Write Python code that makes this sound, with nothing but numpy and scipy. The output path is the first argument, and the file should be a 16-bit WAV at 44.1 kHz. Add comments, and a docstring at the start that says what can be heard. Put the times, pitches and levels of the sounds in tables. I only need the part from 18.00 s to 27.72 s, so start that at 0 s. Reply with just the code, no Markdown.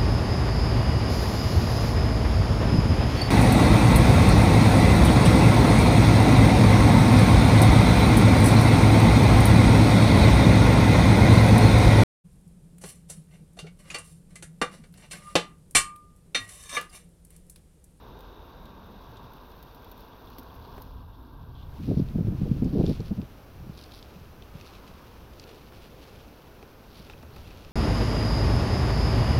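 """A hand-held camera in an orchard on a raw spring day. Far air, a low wind rumble and a faint electronic
hiss are there from the start. For 3.8 seconds the zoom motor whirs and the lens ticks, while fingers rub
and knock on the housing. As the zoom ends, the hiss comes up, sleeves start to rustle and a gust buffets
the microphone. The gust dies down after about 5 seconds, leaving the sleeves rustling and the housing
clicking under the fingers as the camera pans."""
import sys
import numpy as np
from scipy import signal
from scipy.fft import rfft, irfft, next_fast_len
from scipy.io import wavfile
from scipy.ndimage import uniform_filter1d

SR = 44100
rng = np.random.default_rng(int(sys.argv[2]) if len(sys.argv) > 2 else 0)


def dump_mix(stems):
    """Bounce the given channels to the path in sys.argv[1] as a 16-bit WAV at rate SR."""
    frames = np.atleast_2d(stems).T  # one column per channel
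    limited = np.clip(frames, -1, 1)  # hard clip at full scale
    pcm = np.round(limited * 32767).astype(np.int16)
    wavfile.write(sys.argv[1], SR, pcm)


N = 428652
TIME = np.arange(N) / SR
ZOOM_END_S = 3.8

# Levels in the tables are relative: the functions turn each layer up or down as a whole.
# The tone of far air, microphone hiss and wind rumble. Each row: frequency in Hz, level in dB.
AIR_TONE = [(60, -2), (130, 0.5), (250, -0.5), (450, -2), (650, -6), (1000, -9), (1500, -12), (2000, -21.5),
            (2600, -19), (4000, -34), (6000, -27.5), (8000, -56)]
HISS_TONE = [(2000, 2), (5500, -2.5), (7000, -10), (8300, -12), (10000, -7), (12000, -2.5), (14000, 0),
             (15800, -5)]
RUMBLE_TONE = [(12, -8), (25, -7.5), (48, 0.5), (80, -1.5), (130, -7.5), (220, -18), (400, -30), (900, -84)]
# How hard the wind presses on the microphone. Each row: time in seconds, level in dB.
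WIND_STRENGTH = [(0, -51.5), (1.5, -53), (2.4, -51.5), (2.9, -43), (3.2, -46), (3.6, -44), (3.92, -32),
                 (4.88, -29.5), (5.3, -49), (5.65, -44.5), (5.85, -50), (6.7, -48), (8.4, -52.5),
                 (9.25, -48), (9.5, -42.5), (9.72, -48)]
# How hard the zoom drive works. Each row: time in seconds, level in dB.
ZOOM_LOAD = [(0, -57.5), (.9, -57), (1.22, -54.5), (1.5, -58.5), (2.62, -56), (2.77, -53), (2.92, -60),
             (3.8, -59)]
# Where the gear housing and the lens barrel ring. Each row: pitch in Hz, base width in Hz, level in dB.
GEAR_RINGS = [(254, 41, 4.5), (437, 98, 1.5), (678, 170, -3), (942, 143, 4.5), (1127, 76, -0.5),
              (1390, 130, -7.5), (1575, 50, -4)]
BARREL_RINGS = [(2770, 290, -0.5), (3375, 250, 1.5), (3790, 570, -4), (4420, 490, -4), (5200, 680, -9.5)]
# A thin high whine near 12 kHz, with two fainter bands of hiss below it during the zoom.
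# Each row: pitch in Hz, width in Hz, level in dB.
WHINE_AND_HISS_BANDS = [(9400, 620, -91), (11030, 450, -86), (12040, 480, -76)]
# Sharp ticks of the lens. Each row: time in seconds, tick level in dB, barrel ring level in dB.
LENS_CATCHES = [(0.19, -53, -55), (0.2059, -49, -45), (0.655, -52, -40), (1.17, -59, -39.5),
                (1.3349, -47, -59), (1.3668, -52, -62), (1.627, -39, -58), (1.7472, -46.5, -60),
                (1.8446, -45, -57), (1.915, -38.5, -54), (1.9774, -46, -50), (2.0068, -45, -57),
                (2.271, -63, -43), (2.301, -48, -57), (2.384, -36, -51), (2.394, -42, -51),
                (2.4314, -45, -61), (2.7835, -50, -56), (2.8205, -37, -54)]
# The tone of a lens tick. Each row: frequency in Hz, level in dB.
TICK_TONE = [(1500, -22), (3500, -1), (5500, -3.5), (8000, -22), (9500, -8), (11000, -6), (12200, 2),
             (14000, 4), (15800, -1)]
# Soft rubs of the hand. 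Each row: middle in seconds, length in seconds, level in dB, pitch in Hz.
HAND_RUBS = [(.2, 0.52, -56, 392), (0.67, 0.15, -51.5, 180), (0.907, 0.16, -52.5, 188),
             (1.2, 0.19, -51.5, 120), (2.396, 0.015, -44, 262), (3.255, .15, -53, 263),
             (3.454, 0.15, -48, 128), (6.18, 0.068, -51.5, 165), (6.864, 0.15, -55, 190),
             (6.847, 0.56, -59, 1050), (7.513, 0.13, -53, 443), (8.044, 0.29, -57.5, 450),
             (9.197, 0.54, -59, 424), (9.558, 0.2, -56, 272)]
# Dull knocks of the fingers. Each row: time in seconds, level in dB.
FINGER_KNOCKS = [(2.384, -50), (2.78, -42), (7.723, -46.5), (8.627, -44), (9.098, -43.5), (9.231, -44.5),
                 (9.365, -39)]
# The tone of a knock. Each row: frequency in Hz, level in dB.
KNOCK_TONE = [(100, 7), (400, 27), (1500, 13), (6000, -11), (12000, -11)]
# Strokes of the sleeve. Each row: start in seconds, length in seconds, level in dB.
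SLEEVE_STROKES = [(3.8, .17, -62), (4.42, 0.19, -60), (4.86, 0.085, -54.5), (5.8, 0.34, -64.5),
                  (6.62, 0.041, -56.5), (6.78, 0.34, -63), (7.42, 0.13, -57.5), (7.8, 0.046, -58),
                  (8.02, 0.14, -58.5), (8.95, .13, -59.5), (9.46, 0.24, -58)]
# Crisp crumples of the fabric. Each row: middle in seconds, length in seconds, level in dB.
SLEEVE_CRUMPLES = [(3.88, 0.071, -60.5), (3.984, 0.059, -59.5), (4.756, 0.14, -60.5), (4.902, 0.068, -53),
                   (5.07, 0.039, -57.5), (5.806, 0.08, -55), (5.957, 0.06, -53), (6.618, 0.019, -63),
                   (6.673, 0.025, -56), (8.987, 0.13, -59), (9.365, 0.044, -59.5)]
# The tone of sliding and of crumpling cloth. Each row: frequency in Hz, level in dB.
CLOTH_TONE = [(700, 0.5), (1800, -7), (2550, 1), (3400, -0.5), (4400, -2.5), (5700, -7.5), (7000, -15),
              (8300, -19.5), (11000, -14), (14000, -26)]
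CRUMPLE_TONE = [(1200, -11), (2500, -9), (3600, 3), (4500, 4.5), (5700, -2), (7000, -26), (8300, -21),
                (11000, -7.5), (14000, -19)]
# The puffs of the gust. Each row: start in seconds, length in seconds, level in dB.
GUST_PUFFS = [(3.8, 0.082, -36), (3.872, 0.056, -25), (3.968, 0.058, -24.5), (4.152, 0.051, -25.5),
              (4.255, 0.068, -25.5), (4.415, 0.16, -33.5), (4.62, 0.049, -23.5), (4.735, 0.17, -22),
              (5.003, 0.013, -28), (5.112, .01, -25.5), (5.182, 0.032, -27.5), (5.58, .125, -43)]
# Single strong swirls of air. Each row: time in seconds, level in dB, pitch in Hz.
BIG_SWIRLS = [(3.896, -13, 121), (3.915, -19, 250), (3.968, -12.5, 163), (3.997, -10, 230),
              (4.015, -22, 118), (4.158, -14, 193), (4.206, -10.5, 162), (4.245, -15.5, 119),
              (4.282, -17, 124), (4.346, -22.5, 204), (4.415, -11.5, 162), (4.43, -11.5, 149),
              (4.512, -9, 153), (4.621, -11, 217), (4.655, -15, 161), (4.795, -13, 123),
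              (4.835, -14.5, 120), (4.909, -17, 137), (5.116, -17, 169), (5.185, -21.5, 142),
              (5.694, -26, 173), (6.551, -28.5, 143), (8.997, -34.5, 162)]
# Clicks of the housing. Each row: time in seconds, level in dB, pitch in Hz, shell ring level in dB.
HOUSING_CLICKS = [(4.087, -45, 3640, -69), (4.6448, -47, 5200, -61), (4.864, -32.5, 3770, -59),
                  (4.9504, -50, 3970, -63), (5.004, -42, 4200, -65), (5.2165, -45.5, 4040, -57),
                  (5.775, -46, 4200, -60), (5.839, -41, 4630, -62), (5.9202, -41, 3940, -61),
                  (6.027, -38, 4130, -64), (6.423, -43, 3300, -62), (6.6118, -40, 4330, -50),
                  (6.666, -50, 4640, -65), (6.752, -47, 3880, -56), (7.3974, -36.5, 4800, -55),
                  (7.4393, -43, 4050, -55), (7.665, -47, 2900, -65), (8.1554, -52, 3160, -65),
                  (8.6273, -47, 3260, -55), (9.0987, -42, 3140, -44), (9.1357, -56, 2920, -49),
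                  (9.2274, -48, 3860, -64), (9.362, -55, 4600, -56), (9.509, -52, 4370, -50.5),
                  (9.648, -45, 4700, -53)]


def from_db(db):
    """Turn decibels into a number to multiply by."""
    return 10 ** (np.asarray(db) / 20)


def rms_one(x):
    """Scale a sound so that its average strength (rms) is 1."""
    return x / np.sqrt(np.mean(x ** 2) + 1e-20)


def in_time(rows):
    """Join (time, value) rows with straight lines."""
    return np.interp(TIME, *np.transpose(rows))


def drift(per_s):
    """A random wander, about 1 in size, that heads for a new value per_s times a second."""
    points = rng.standard_normal(4096)
    return np.interp(TIME * per_s, np.arange(len(points)), points) * np.sqrt(3 / 2)


def held(start_s, length_s, rise_s, fall_s):
    """A loudness curve that rises to 1 at start_s, holds and dies away."""
    early = np.maximum(start_s - TIME, 0)
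    late = np.maximum(TIME - start_s - length_s, 0)
    return np.exp(-np.minimum(early / rise_s + late / fall_s, 20))


def bursts(rows, rise_s, fall_s):
    """One loudness curve from (start, length, level) rows, adding their power."""
    return np.sqrt(sum((from_db(db) * held(s, length, rise_s, fall_s)) ** 2 for s, length, db in rows))


def evened(x, seconds):
    """Keep the fast grain of a sound but hold its slow level at 1."""
    size = int(seconds * SR)
    power = uniform_filter1d(uniform_filter1d(x * x, size), size)
    return x / np.sqrt(np.abs(power) + 1e-12)


def coloured(x, tone):
    """Filter a sound so that it follows a tone table."""
    size = next_fast_len(N + SR // 4, real=True)
    hz, db = np.transpose(tone)
    grid_hz = np.maximum(np.fft.rfftfreq(size, 1 / SR), 1)
    gain = from_db(np.interp(np.log(grid_hz), np.log(hz), db))
    cepstrum = irfft(np.log(gain), size)
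    # Fold it onto its first half, so the filter rings only after a hit (minimum phase).
    cepstrum[1:size // 2] *= 2
    cepstrum[size // 2 + 1:] = 0
    return irfft(rfft(x, size) * np.exp(rfft(cepstrum)), size)[:N]


def low_pass(x, hz):
    """Take away the treble above hz."""
    return signal.sosfilt(signal.butter(4, hz, fs=SR, output="sos"), x)


def resonate(x, hz, width_hz):
    """Let a sound ring at one pitch, which passes at full strength."""
    r = np.exp(-np.pi * width_hz / SR)
    feedback = [1, -2 * r * np.cos(2 * np.pi * hz / SR), r * r]
    return signal.lfilter(np.array([1, 0, -1]) * (1 - r * r) / 2, feedback, x + 1e-18)


def narrow(x, hz, width_hz):
    """Ring twice over, so that little is left away from the pitch."""
    return resonate(resonate(x, hz, width_hz), hz, width_hz)


def noise(tone):
    """Smooth noise with the given tone, at strength 1."""
    return rms_one(coloured(rng.standard_normal(N), tone))


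def grains(per_s, spread_db):
    """Tiny random taps of uneven size, at strength 1."""
    chance, out = rng.random(N), np.zeros(N)
    taps = np.flatnonzero(chance < per_s / SR)
    rarity = np.minimum(-np.log(chance[taps] * SR / per_s + 1e-12), 4)   # big taps are rare
    out[taps] = from_db(spread_db * rarity) * (-1) ** taps
    return rms_one(out)


def rattle(rings, per_s, spread_db):
    """A rattling part: each of its pitches is set ringing by its own stream of tiny taps."""
    return rms_one(sum(from_db(db) * narrow(grains(per_s, spread_db), hz, 1.8 * width)
                       for hz, width, db in rings))


def add(out, s, sound):
    """Mix a short sound in at s seconds."""
    start = int(np.clip(s * SR, 0, N - 1))
    out[start:start + len(sound)] += sound[:N - start]


def swell(sound, middle_s, length_s, db):
    """Fade a sound in and out along a bell shape."""
    distance = (TIME - middle_s) / length_s
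    return from_db(db) * np.exp(-2 * distance ** 2) * (np.abs(distance) < 2) * sound


def snap(decay_s, tail_db, tail_s):
    """Two things touch: a very short burst of noise with a longer tail."""
    t = TIME[:SR // 25]
    envelope = np.exp(-t / decay_s) + from_db(tail_db) * np.exp(-t / tail_s)
    return rng.standard_normal(len(t)) * envelope


def strikes(rows, decay_s, tail_db, tail_s):
    """One snap for each (time, level) row."""
    out = np.zeros(N)
    for s, db in rows:
        contact = snap(decay_s, tail_db, tail_s)
        add(out, s, from_db(db) * contact / np.abs(contact).max())
    return out


def air_and_hiss(air_db=-51.5, hiss_db=-62.5, return_s=0.27):
    """Far air over fields and trees, and the microphone's own hiss; both come up as the zoom ends."""
    zooming = np.clip((ZOOM_END_S - TIME) / return_s, 0, 1)
    dip = held(start_s=3, length_s=0.62, rise_s=0.12, fall_s=0.12)   # the air goes briefly quieter
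    air = from_db(air_db - 2 * zooming - 12.5 * dip) * noise(AIR_TONE)
    hiss = from_db(hiss_db - 13.5 * zooming) * noise(HISS_TONE)
    return air + hiss


def wind_rumble(gain_db=-1, waver_db=1.5):
    """Slow swings of wind pressure push on the microphone all along."""
    level_db = in_time(WIND_STRENGTH) + gain_db + waver_db * drift(per_s=7)
    return from_db(level_db) * evened(noise(RUMBLE_TONE), seconds=0.21)


def zoom_motor(white, hold_s=0.73, fade_db_per_s=3.5):
    """The motor thrums low and sings a thin note that holds, then fades."""
    thrum = from_db(-53) * rms_one(narrow(white, hz=40.9, width_hz=21))
    singing_db = -66.5 - fade_db_per_s * np.maximum(TIME - hold_s, 0)
    return thrum + from_db(singing_db) * rms_one(narrow(white, hz=3706, width_hz=440))


def high_whine(white):
    """A thin high whine near 12 kHz, with two fainter bands of hiss below it."""
    return sum(from_db(db) * rms_one(narrow(white, hz, width)) for hz, width, db in WHINE_AND_HISS_BANDS)


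def zoom_drive(travel_s=1.41, travel_length_s=1.57):
    """While the motor runs, gear teeth rattle the housing and the barrel slides and ticks."""
    load_db = in_time(ZOOM_LOAD)
    # A second lens group travels for part of the zoom, adding to the scraping and ticking.
    travel = held(travel_s, travel_length_s, rise_s=0.06, fall_s=0.06)
    arrived = (1 - travel) * (TIME > travel_s + travel_length_s)
    slide_db = load_db - 11 + 2.5 * travel - arrived
    ticking_db = load_db - 13.5 + 5 * travel
    gears = from_db(load_db + 4) * rattle(GEAR_RINGS, per_s=3000, spread_db=2)
    barrel = from_db(slide_db + 1.2 * drift(40)) * rattle(BARREL_RINGS, per_s=2200, spread_db=6.5)
    taps = grains(per_s=6000, spread_db=5.5) * from_db(1.9 * drift(70))
    ticking = from_db(ticking_db) * rms_one(coloured(taps, TICK_TONE))
    white = rng.standard_normal(N)
    running = np.clip((ZOOM_END_S - TIME) / 0.024 + 1, 0, 1)
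    return running * (gears + barrel + ticking + zoom_motor(white) + high_whine(white))


def lens_ticks(tick_gain_db=5, ring_gain_db=17):
    """The lens group catches and lets go with bright ticks that ring the barrel."""
    rows = np.array(LENS_CATCHES)
    ticks = strikes(rows[:, [0, 1]], decay_s=0.00085, tail_db=9, tail_s=0.0049)
    blows = strikes(rows[:, [0, 2]], decay_s=0.00071, tail_db=9, tail_s=0.0058)
    ring = resonate(blows, hz=3590, width_hz=240)
    return from_db(tick_gain_db) * coloured(ticks, TICK_TONE) + from_db(ring_gain_db) * ring


def grip_rubs():
    """The hand rubs softly on the housing as its grip shifts."""
    friction = rng.standard_normal(N)
    return sum(swell(rms_one(narrow(friction, hz, 0.4 * hz)), s, length, db)
               for s, length, db, hz in HAND_RUBS)


def finger_knocks(gain_db=5):
    """Fingers bump the housing with dull knocks."""
    bumps = strikes(FINGER_KNOCKS, decay_s=0.0013, tail_db=-8, tail_s=0.0094)
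    return from_db(gain_db) * coloured(bumps, KNOCK_TONE)


def end_stop():
    """The lens scrapes into its end stop."""
    scrape = rms_one(narrow(grains(per_s=2700, spread_db=3), hz=3270, width_hz=1300))
    return swell(scrape, middle_s=3.6, length_s=0.074, db=-61)


def sleeve(start_s=3.68, rest_db=-65.5):
    """Fibres slip softly with each stroke of the arm; folds give way in short crisp bursts."""
    begun = np.clip((TIME - start_s) / 0.06, 0, 1)
    strokes = bursts(SLEEVE_STROKES, rise_s=0.09, fall_s=0.14)
    motion = begun * np.hypot(strokes, from_db(rest_db))   # once moving, the arm never quite rests
    fibres = grains(per_s=5000, spread_db=4) * from_db(1.7 * drift(50))
    slips = rms_one(coloured(fibres, CLOTH_TONE))
    folds = evened(coloured(grains(per_s=1200, spread_db=5), CRUMPLE_TONE), seconds=0.047)
    return motion * slips + sum(swell(folds, s, length, db) for s, length, db in SLEEVE_CRUMPLES)


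def gust(gain_db=-1, octaves_per_db=0.044, steepness=9.6):
    """Swirls of air tumble over the microphone: the harder the wind, the smaller and brighter they get."""
    # The churning between puffs moves 1.7 dB for each dB of wind.
    churn = from_db(-38 + 1.7 * (in_time(WIND_STRENGTH) + 32))
    puffs = bursts(GUST_PUFFS, rise_s=0.01, fall_s=0.018)
    force_db = 20 * np.log10(np.hypot(churn, puffs))
    lumps_db = 4.5 * drift(70)
    cutoff_hz = 285 * 2 ** (octaves_per_db * (force_db + lumps_db + 23))
    swirls = [grains(per_s=1100, spread_db=0.95) for _ in range(2)]
    roar = np.zeros(N)
    for k, hz in enumerate(95 * 2 ** (np.arange(7) / 2)):   # seven bands, half an octave apart
        band_filter = signal.butter(2, [hz / 2 ** 0.25, hz * 2 ** 0.25], "band", fs=SR, output="sos")
        band = signal.sosfilt(band_filter, swirls[k % 2] + 1e-18)
        roar += band / np.sqrt(1 + (hz / cutoff_hz) ** steepness)
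    lumpy_roar = low_pass(roar, hz=850) * from_db(lumps_db)
    return from_db(force_db + gain_db) * evened(lumpy_roar, seconds=0.024)


def buffets(push_db=-3, damping=0.97, flutter_db=-25, flutter_s=0.0028):
    """A big swirl gives one push and a swing back, and breaks up into a brief brighter flutter."""
    out, t = np.zeros(N), TIME[:SR // 16]
    breakup = (t / flutter_s) ** 2 * np.exp(2 - 2 * t / flutter_s)
    for s, db, hz in BIG_SWIRLS:
        cycles = hz * t
        push = cycles ** 2 * np.exp(-np.pi * damping * cycles) * np.cos(2 * np.pi * cycles)
        flutter = breakup * rms_one(narrow(rng.standard_normal(len(t)), hz=452, width_hz=78))
        add(out, s, from_db(db + push_db) * push / np.abs(push).max())
        add(out, s, from_db(db + flutter_db) * flutter)
    return low_pass(out, hz=950)


def housing_clicks(click_gain_db=2, ring_gain_db=9, shell_hz=2580, shell_width_hz=180):
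    """The housing clicks under the fingers, and its shell rings briefly."""
    out, t = np.zeros(N), TIME[:SR // 25]
    shell = np.exp(-np.pi * shell_width_hz * t) * np.sin(2 * np.pi * shell_hz * t)
    for s, db, hz, shell_db in HOUSING_CLICKS:
        contact = snap(decay_s=0.00097, tail_db=-18, tail_s=0.0067)
        click = narrow(contact, hz, hz / 2)   # a wide band, because plastic hardly rings
        add(out, s, from_db(db + click_gain_db) * click / np.abs(click).max())
        add(out, s, from_db(shell_db + ring_gain_db) * shell)
    return out


def scene():
    """Everything meets at one microphone."""
    background = air_and_hiss()
    wind = wind_rumble() + gust() + buffets()
    zoom = zoom_drive() + end_stop() + lens_ticks()
    handling = sleeve() + finger_knocks() + housing_clicks() + grip_rubs()
    return (background + wind + zoom + handling)[None, :]


def record(dry):
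    """The highest treble, above 15850 Hz, is cut off steeply."""
    return signal.sosfilt(signal.ellip(12, 0.2, 80, 15850, fs=SR, output="sos"), dry)


dry = scene()
out = record(dry)
dump_mix(out)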